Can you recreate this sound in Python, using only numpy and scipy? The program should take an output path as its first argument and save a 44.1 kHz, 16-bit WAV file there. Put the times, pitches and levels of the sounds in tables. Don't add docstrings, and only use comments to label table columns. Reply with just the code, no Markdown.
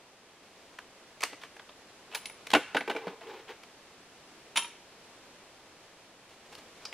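import sys
import numpy as np
from scipy import signal
from scipy.fft import rfft, irfft, next_fast_len
from scipy.io import wavfile
from scipy.ndimage import map_coordinates

SR = 44100
rng = np.random.default_rng(int(sys.argv[2]) if len(sys.argv) > 2 else 0)


def transcribe(signal):
    frames = np.atleast_2d(signal).T
    limited = np.clip(frames, -1, 1)
    pcm = np.round(limited * 32767).astype(np.int16)
    wavfile.write(sys.argv[1], SR, pcm)


N = 305777
RING_TIME_S = np.arange(SR // 4) / SR

# start in seconds, strength in dB, hardness in dB (tilts towards treble),
# note of the struck part in Hz, lift of that note in dB.
BOLT_CLICKS = [(0.786, -40.5, -8.5, 1490, 12), (1.206, -41.5, 4, 2140, 2), (1.218, -43.5, 9, 2410, 0),
               (1.2285, -32, -6, 1170, 14), (1.234, -26.5, 6, 1910, 12.5), (1.330, -48, -26, 1400, 2),
               (1.414, -52, 1, 3100, 4), (1.434, -43, -10, 1830, 7), (1.565, -50, -8, 1720, 9),
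               (1.594, -46.5, -11, 1520, 11), (1.691, -51.5, -20, 3470, 9), (2.114, -52, -9, 876, 18),
               (2.124, -46.5, -3, 2480, 18), (2.135, -46.5, -14, 870, 19), (2.1475, -32.5, 7, 2400, 11.5),
               (2.153, -37.5, 8.5, 860, 20), (2.2555, -38.5, 14, 2270, 24.5), (2.297, -46, -3, 2350, 8),
               (2.468, -40, 6, 2200, 15), (2.5025, -38, 5.5, 3900, 3), (2.514, -38.5, 5, 3230, -1),
               (2.535, -30.5, 9.5, 7400, -1), (3.633, -50.5, 1, 3030, 3), (6.550, -51, 11, 4500, -3),
               (6.852, -41.5, 11, 5000, 20), (6.925, -41.5, -6, 2180, 8)]
# frequency in Hz, relative level in dB, t60 in seconds.
ACTION_MODES = [(444.6, -1, 0.13), (1130, -8, 0.05), (1920, 6, 0.05), (2250, 4, 0.09), (3400, -7, 0.045)]
# frequency in Hz, relative level in dB.
STEEL_TONE = [(60, -27), (220, -7), (450, 4.5), (1200, 10.5), (3000, 12), (5000, 1), (8500, -7.5),
              (12000, -12), (16000, -28)]
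# start in seconds, length in seconds, level in dB.
BOLT_DRAWS = [(1.264, 0.024, -56), (1.322, 0.022, -57), (1.416, 0.034, -51), (2.114, 0.029, -58),
              (2.143, 0.034, -48), (2.215, 0.012, -56)]

# start in seconds, strength in dB, weight behind it in dB (adds thump),
# note of the struck part in Hz, lift of that note in dB.
STOCK_KNOCKS = [(2.5335, -20.5, -1.5, 780, 7), (2.536, -23, -6, 2750, 14), (2.5485, -17.5, -5.5, 1470, 7),
                (2.551, -27.5, -3, 790, 18), (2.562, -36, 7.5, 417, 17), (2.746, -28.5, 0.5, 580, 11),
                (2.754, -41, 10, 290, 13), (2.766, -23, -18, 1630, 4.5), (2.806, -33.5, -6, 2120, 13),
                (2.876, -34.5, 1, 450, 28), (2.8975, -29, -2, 440, 19), (2.91, -34.5, -8, 433, 18),
                (2.949, -42.5, 8.5, 457, 26), (2.963, -33, -9, 440, 27), (3.068, -43, 11.5, 180, 24),
                (3.078, -42, -16, 420, 12), (3.209, -50, -1, 660, 8)]
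# frequency in Hz, relative level in dB, t60 in seconds.
REST_MODES = [(282, -5.5, 0.22), (325, -12, 0.12), (412, -9, 0.12), (462, 7.5, 0.065), (517, -17, 0.11),
              (703, -15, 0.11), (817, -1, 0.083), (863, 0, 0.066), (1526, -4, 0.062), (1800, -19, 0.075),
              (1930, -20, 0.095), (2360, 1, 0.049)]
# frequency in Hz, relative level in dB.
REST_TONE = [(45, -55), (65, -36), (100, -11), (210, 2), (400, 4.5), (800, 5), (1200, -0.5), (3000, -3),
             (4500, -11.5), (8000, -17), (15000, -29)]
# start in seconds, level in dB.
TABLE_THUMPS = [(1.234, -53), (1.325, -53), (2.548, -26), (2.747, -32.5)]
# frequency in Hz, relative level in dB, t60 in seconds.
BOARD_MODES = [(291, 6, 0.091), (317, -5.5, 0.16), (413, 1.5, 0.085), (517, -1, 0.18), (677, -8, 0.18)]
# start in seconds, length in seconds, groan in dB, scuff in dB.
STOCK_SHOVES = [(2.88, 0.12, -42, -49), (3.017, 0.11, -44.5, -52), (3.179, 0.17, -47.5, -52),
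                (3.342, 0.042, -54, -53), (3.468, 0.025, -46.5, -45)]
# frequency in Hz, width in Hz (before squaring), relative level in dB.
CRADLE_RESONANCES = [(441, 170, 5), (830, 460, -3.5)]
# frequency in Hz, relative level in dB.
SCUFF_TONE = [(150, -37), (900, -5), (1500, 6.5), (3200, 1), (5000, -10.5), (10000, -26.5)]

# start in seconds, strength in dB, hardness in dB.
CASE_BOUNCES = [(4.558, -30.5, -6), (4.562, -29, 0), (4.571, -21.5, 2.5), (4.578, -29, -0.5),
                (4.591, -36.5, -7), (4.603, -52, 1), (4.621, -40, -6), (4.644, -39.5, -6)]
# frequency in Hz, relative level in dB, t60 in seconds.
TABLE_MODES = [(960, 2, .07), (1335, -7, .17), (1766, -5, .06), (2412, 1, .07), (2690, -1, .08),
               (2985, 0, .1), (3142, -3, .12), (3707, -4, .11), (5771, -9, .12), (6939, -11, .09)]
# frequency in Hz, relative level in dB.
TABLE_TONE = [(60, -51), (250, -10.5), (700, -13), (1000, 2), (1900, 3), (3000, 10), (4600, -3.5),
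              (7500, -6.5), (15000, -28)]
# start in seconds, note in Hz, note level in dB, overtone level in dB.
BRASS_PINGS = [(2.146, 10230, -39.5, -46), (2.257, 9780, -48.5, -65), (2.297, 9830, -52, -70),
               (2.536, 10060, -44, -62), (2.769, 9930, -51.5, -64), (2.901, 9850, -55, -67),
               (4.557, 9700, -40, -50), (4.57, 9840, -31.5, -56), (4.617, 9760, -41, -71),
               (4.678, 9860, -56, -80)]

# start in seconds, length in seconds, level in dB.
SLEEVE_RUSTLES = [(0.425, 0.31, -65), (6.285, 0.03, -55.5), (6.44, 0.2, -60), (6.738, 0.21, -58.5)]
# frequency in Hz, relative level in dB.
CLOTH_TONE = [(150, -9), (500, 4.5), (1400, -3.5), (3200, -3), (8000, -15), (15000, -29)]

# frequency in Hz, t60 in seconds.
WOODS_T60 = [(150, 0.75), (600, 0.98), (2500, 0.57), (6000, 0.51), (13000, 0.19)]
# frequency in Hz, relative level in dB.
TRUNK_TONE = [(100, -3), (400, -21), (2000, -1), (5000, -1.5), (14000, 10.5)]
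# frequency in Hz, relative level in dB.
LEAVES_TONE = [(20, -12), (77, -8.5), (262, -1), (410, 0.5), (660, -1), (1370, -6), (2670, -7.5),
               (6000, -16), (10800, -23.5), (13000, -31.5), (15500, -43)]
# frequency in Hz, gain in dB.
HANDLING_WIDTH = [(100, -48), (400, -72), (1400, -77), (2800, -26), (5500, -13), (11000, 1)]
# frequency in Hz, gain in dB.
ECHO_WIDTH = [(100, -29), (300, -58), (700, -59), (1400, -41), (2800, -13.5), (5500, 0.5)]
# frequency in Hz, gain in dB.
LEAVES_WIDTH = [(60, -21), (200, -33), (700, -19), (1300, -8.5), (2400, -7), (5000, 2)]

DRAW_ATTACK_S, DRAW_T60_S = 0.0037, 0.065
SHOVE_ATTACK_SHARE, SHOVE_T60_S = 0.6, 0.2
SLIP_KNOTS_PER_S, SLIP_UNEVEN_DB, GRIT_DB = 70, 3.5, 1.5
OVERTONE_HZ = 14720
SLACK_S, RATTLE_DB, RATTLE_SPREAD_DB = .006, -4, 1.5
AIR_DB, AIR_START_DB, AIR_SETTLE_S = -56, -2.5, 0.89
TOP_HZ = 15750


def amp(db):
    return 10 ** (np.asarray(db) / 20)


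def unit(x):
    return x / np.sqrt(np.mean(x ** 2) + 1e-20)


def along(points, hz):
    point_hz, value = np.transpose(points)
    return np.interp(np.log(hz + 1), np.log(point_hz + 1), value)


def wobble(knots_per_s):
    knots = rng.standard_normal(int(N * knots_per_s / SR) + 4)
    return map_coordinates(knots, [np.arange(N) * knots_per_s / SR])


def filtered(x, response):
    n = x.shape[-1]
    m = next_fast_len(n + 8192)
    return irfft(rfft(x, m) * response(np.fft.rfftfreq(m, 1 / SR)), m)[..., :n]


def toned(x, tone):
    return filtered(x, lambda hz: amp(along(tone, hz)))


def noise(tone, size):
    return unit(toned(rng.standard_normal(size), tone))


def add(track, start_s, sound):
    part = track[..., round(start_s * SR):][..., :sound.shape[-1]]
    part += sound[..., :part.shape[-1]]


def stereo(pair, width):
    side = toned(pair[1], width)
    return np.array([pair[0] + side, pair[0] - side])


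def resonance(f, hz, width_hz):
    return 1j * f * width_hz / (hz * hz - f * f + 1j * f * width_hz)


def ring(modes, scatter_db, detune):
    hz, db, t60_s = np.transpose(modes)[:, :, None]
    hz = hz * (1 + detune * rng.standard_normal(hz.shape))
    strength = amp(db.T + scatter_db * rng.standard_normal((2, len(modes))))
    strength = strength * rng.choice([-1, 1], len(modes))
    swing = np.exp((2j * np.pi * hz - np.log(1000) / t60_s) * RING_TIME_S)
    return np.array([strength[0] @ swing.imag, strength[1] @ swing.real])


def contacts(rows, modes, tone, ring_db, rise_s, hold_s, t60s_s, balance_db, touch_slopes, detune,
             part_width=.1):
    track, t = np.zeros((2, N)), RING_TIME_S
    edges = [((105, 900), "band"), ((900, 4500), "band"), (4500, "high")]  # low, middle, high in Hz
    bands = [signal.butter(3, edge, kind, fs=SR, output="sos") for edge, kind in edges]
    onset = 1 - np.exp(-t / rise_s)
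    for start_s, strength_db, touch_db, *part in rows:
        dense = noise(tone, size=(2, len(t)))
        modal = amp(ring_db) * ring(modes, scatter_db=2.5, detune=detune)
        if part:
            hz, lift_db = part
            dense = unit(filtered(dense, lambda f: 1 + amp(lift_db) * resonance(f, hz, part_width * hz)))
        for band, band_db, slope, t60_s in zip(bands, balance_db, touch_slopes, t60s_s):
            crack = dense * amp(-60 * np.maximum(t - hold_s, 0) / t60_s)
            blow = signal.sosfilt(band, (crack + modal) * onset)
            blow = blow / np.std(blow[0, :SR // 100])
            add(track, start_s, amp(strength_db + band_db + slope * touch_db) * blow)
    return track


def stroke(start_s, length_s, attack_s, t60_s):
    t = np.arange(N) / SR - start_s
    return np.clip(t / attack_s, 0, 1) * amp(-60 * np.clip((t - length_s) / t60_s, 0, 2))


def slips(knots_per_s, uneven_db):
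    return rng.standard_normal((2, N)) * amp(uneven_db * wobble(knots_per_s))


def bolt():
    return contacts(BOLT_CLICKS, ACTION_MODES, STEEL_TONE, ring_db=-25, rise_s=0.00088, hold_s=0.0037,
                    t60s_s=[.032, .016, .014], balance_db=[-9, 0, -8.5], touch_slopes=[-0.34, 0, 0.8],
                    detune=0.016, part_width=0.085)


def scrape():
    gain = sum(amp(db) * stroke(start_s, length_s, DRAW_ATTACK_S, DRAW_T60_S)
               for start_s, length_s, db in BOLT_DRAWS)
    return gain * unit(toned(slips(knots_per_s=200, uneven_db=0.0), STEEL_TONE))


def rest():
    return contacts(STOCK_KNOCKS, REST_MODES, REST_TONE, ring_db=-12.5, rise_s=0.00074, hold_s=0.004,
                    t60s_s=[.065, .042, .028], balance_db=[-1, -0.5, -21], touch_slopes=[0.9, 0, 0.11],
                    detune=0.01, part_width=0.076)


def table_top():
    track = np.zeros((2, N))
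    onset = 1 - np.exp(-RING_TIME_S / 0.0012)
    for start_s, db in TABLE_THUMPS:
        add(track, start_s, amp(db) * ring(BOARD_MODES, scatter_db=1.0, detune=0.0033) * onset)
    return track


def slide():
    rub = slips(SLIP_KNOTS_PER_S, SLIP_UNEVEN_DB)
    groan = unit(filtered(rub, lambda f: sum(amp(db) * resonance(f, hz, width_hz) ** 2
                                             for hz, width_hz, db in CRADLE_RESONANCES)))
    scuff = unit(toned(rub * amp(GRIT_DB * wobble(420)), SCUFF_TONE))
    track = np.zeros((2, N))
    for start_s, length_s, groan_db, scuff_db in STOCK_SHOVES:
        gain = stroke(start_s, length_s, SHOVE_ATTACK_SHARE * length_s, SHOVE_T60_S)
        track += gain * (amp(groan_db) * groan + amp(scuff_db) * scuff)
    return track


def case_bounces():
    return contacts(CASE_BOUNCES, TABLE_MODES, TABLE_TONE, ring_db=-10, rise_s=0.00085, hold_s=0.0016,
                    t60s_s=[.05, .036, .03], balance_db=[-12.5, -1, -9.5], touch_slopes=[-0.81, 0, 1],
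                    detune=0.004)


def case_pings():
    track = np.zeros((2, N))
    onset = 1 - np.exp(-RING_TIME_S / 0.00045)
    for start_s, hz, note_db, overtone_db in BRASS_PINGS:
        modes = [(hz, note_db, .1), (OVERTONE_HZ, overtone_db, .07)]
        touches_s = start_s + np.cumsum([0, *rng.exponential(SLACK_S, size=3)])
        for k, touch_s in enumerate(touches_s):
            brass = ring(modes, scatter_db=RATTLE_SPREAD_DB, detune=0.0038)
            add(track, touch_s, amp(k * RATTLE_DB) * brass * onset)
    return track


def sleeve():
    gain = sum(amp(db) * stroke(start_s, length_s, attack_s=0.0096, t60_s=0.22)
               for start_s, length_s, db in SLEEVE_RUSTLES)
    return gain * unit(toned(slips(knots_per_s=72, uneven_db=5.0), CLOTH_TONE))


def woods(direct, near_db, near_t60_s, far_db):
    hz, frame_s, z = signal.stft(rng.standard_normal((2, SR)), SR, nperseg=256)
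    tail_db = along(TRUNK_TONE, hz)[:, None] - 60 * frame_s / along(WOODS_T60, hz)[:, None]
    far = signal.istft(z * amp(tail_db), SR, nperseg=256)[1][:, :SR]
    t = np.arange(SR) / SR
    far = far * (1 - np.exp(-t / 0.0059))
    near = rng.standard_normal((2, SR)) * amp(-60 * t / near_t60_s) * (t > .004)
    answer = amp(near_db) * near / np.linalg.norm(near[0]) + amp(far_db) * far / np.linalg.norm(far[0])
    return signal.fftconvolve(direct[None], answer, axes=1)[:, :N]


def air():
    level_db = AIR_DB + AIR_START_DB * np.exp(-np.arange(N) / SR / AIR_SETTLE_S)
    waver_db = 0.52 * wobble(3.54) + 0.22 * wobble(21)
    return amp(level_db + waver_db) * stereo(noise(LEAVES_TONE, size=(2, N)), LEAVES_WIDTH)


def scene():
    handling = bolt() + scrape() + rest() + table_top() + slide() + case_bounces() + case_pings() + sleeve()
    echoes = sum(woods(thrown, near_db=-12.5, near_t60_s=0.12, far_db=-13) for thrown in handling)
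    return stereo(handling, HANDLING_WIDTH) + stereo(echoes, ECHO_WIDTH) + air()


def record(dry):
    return filtered(dry, lambda hz: hz < TOP_HZ)


dry = scene()
out = record(dry)
transcribe(out)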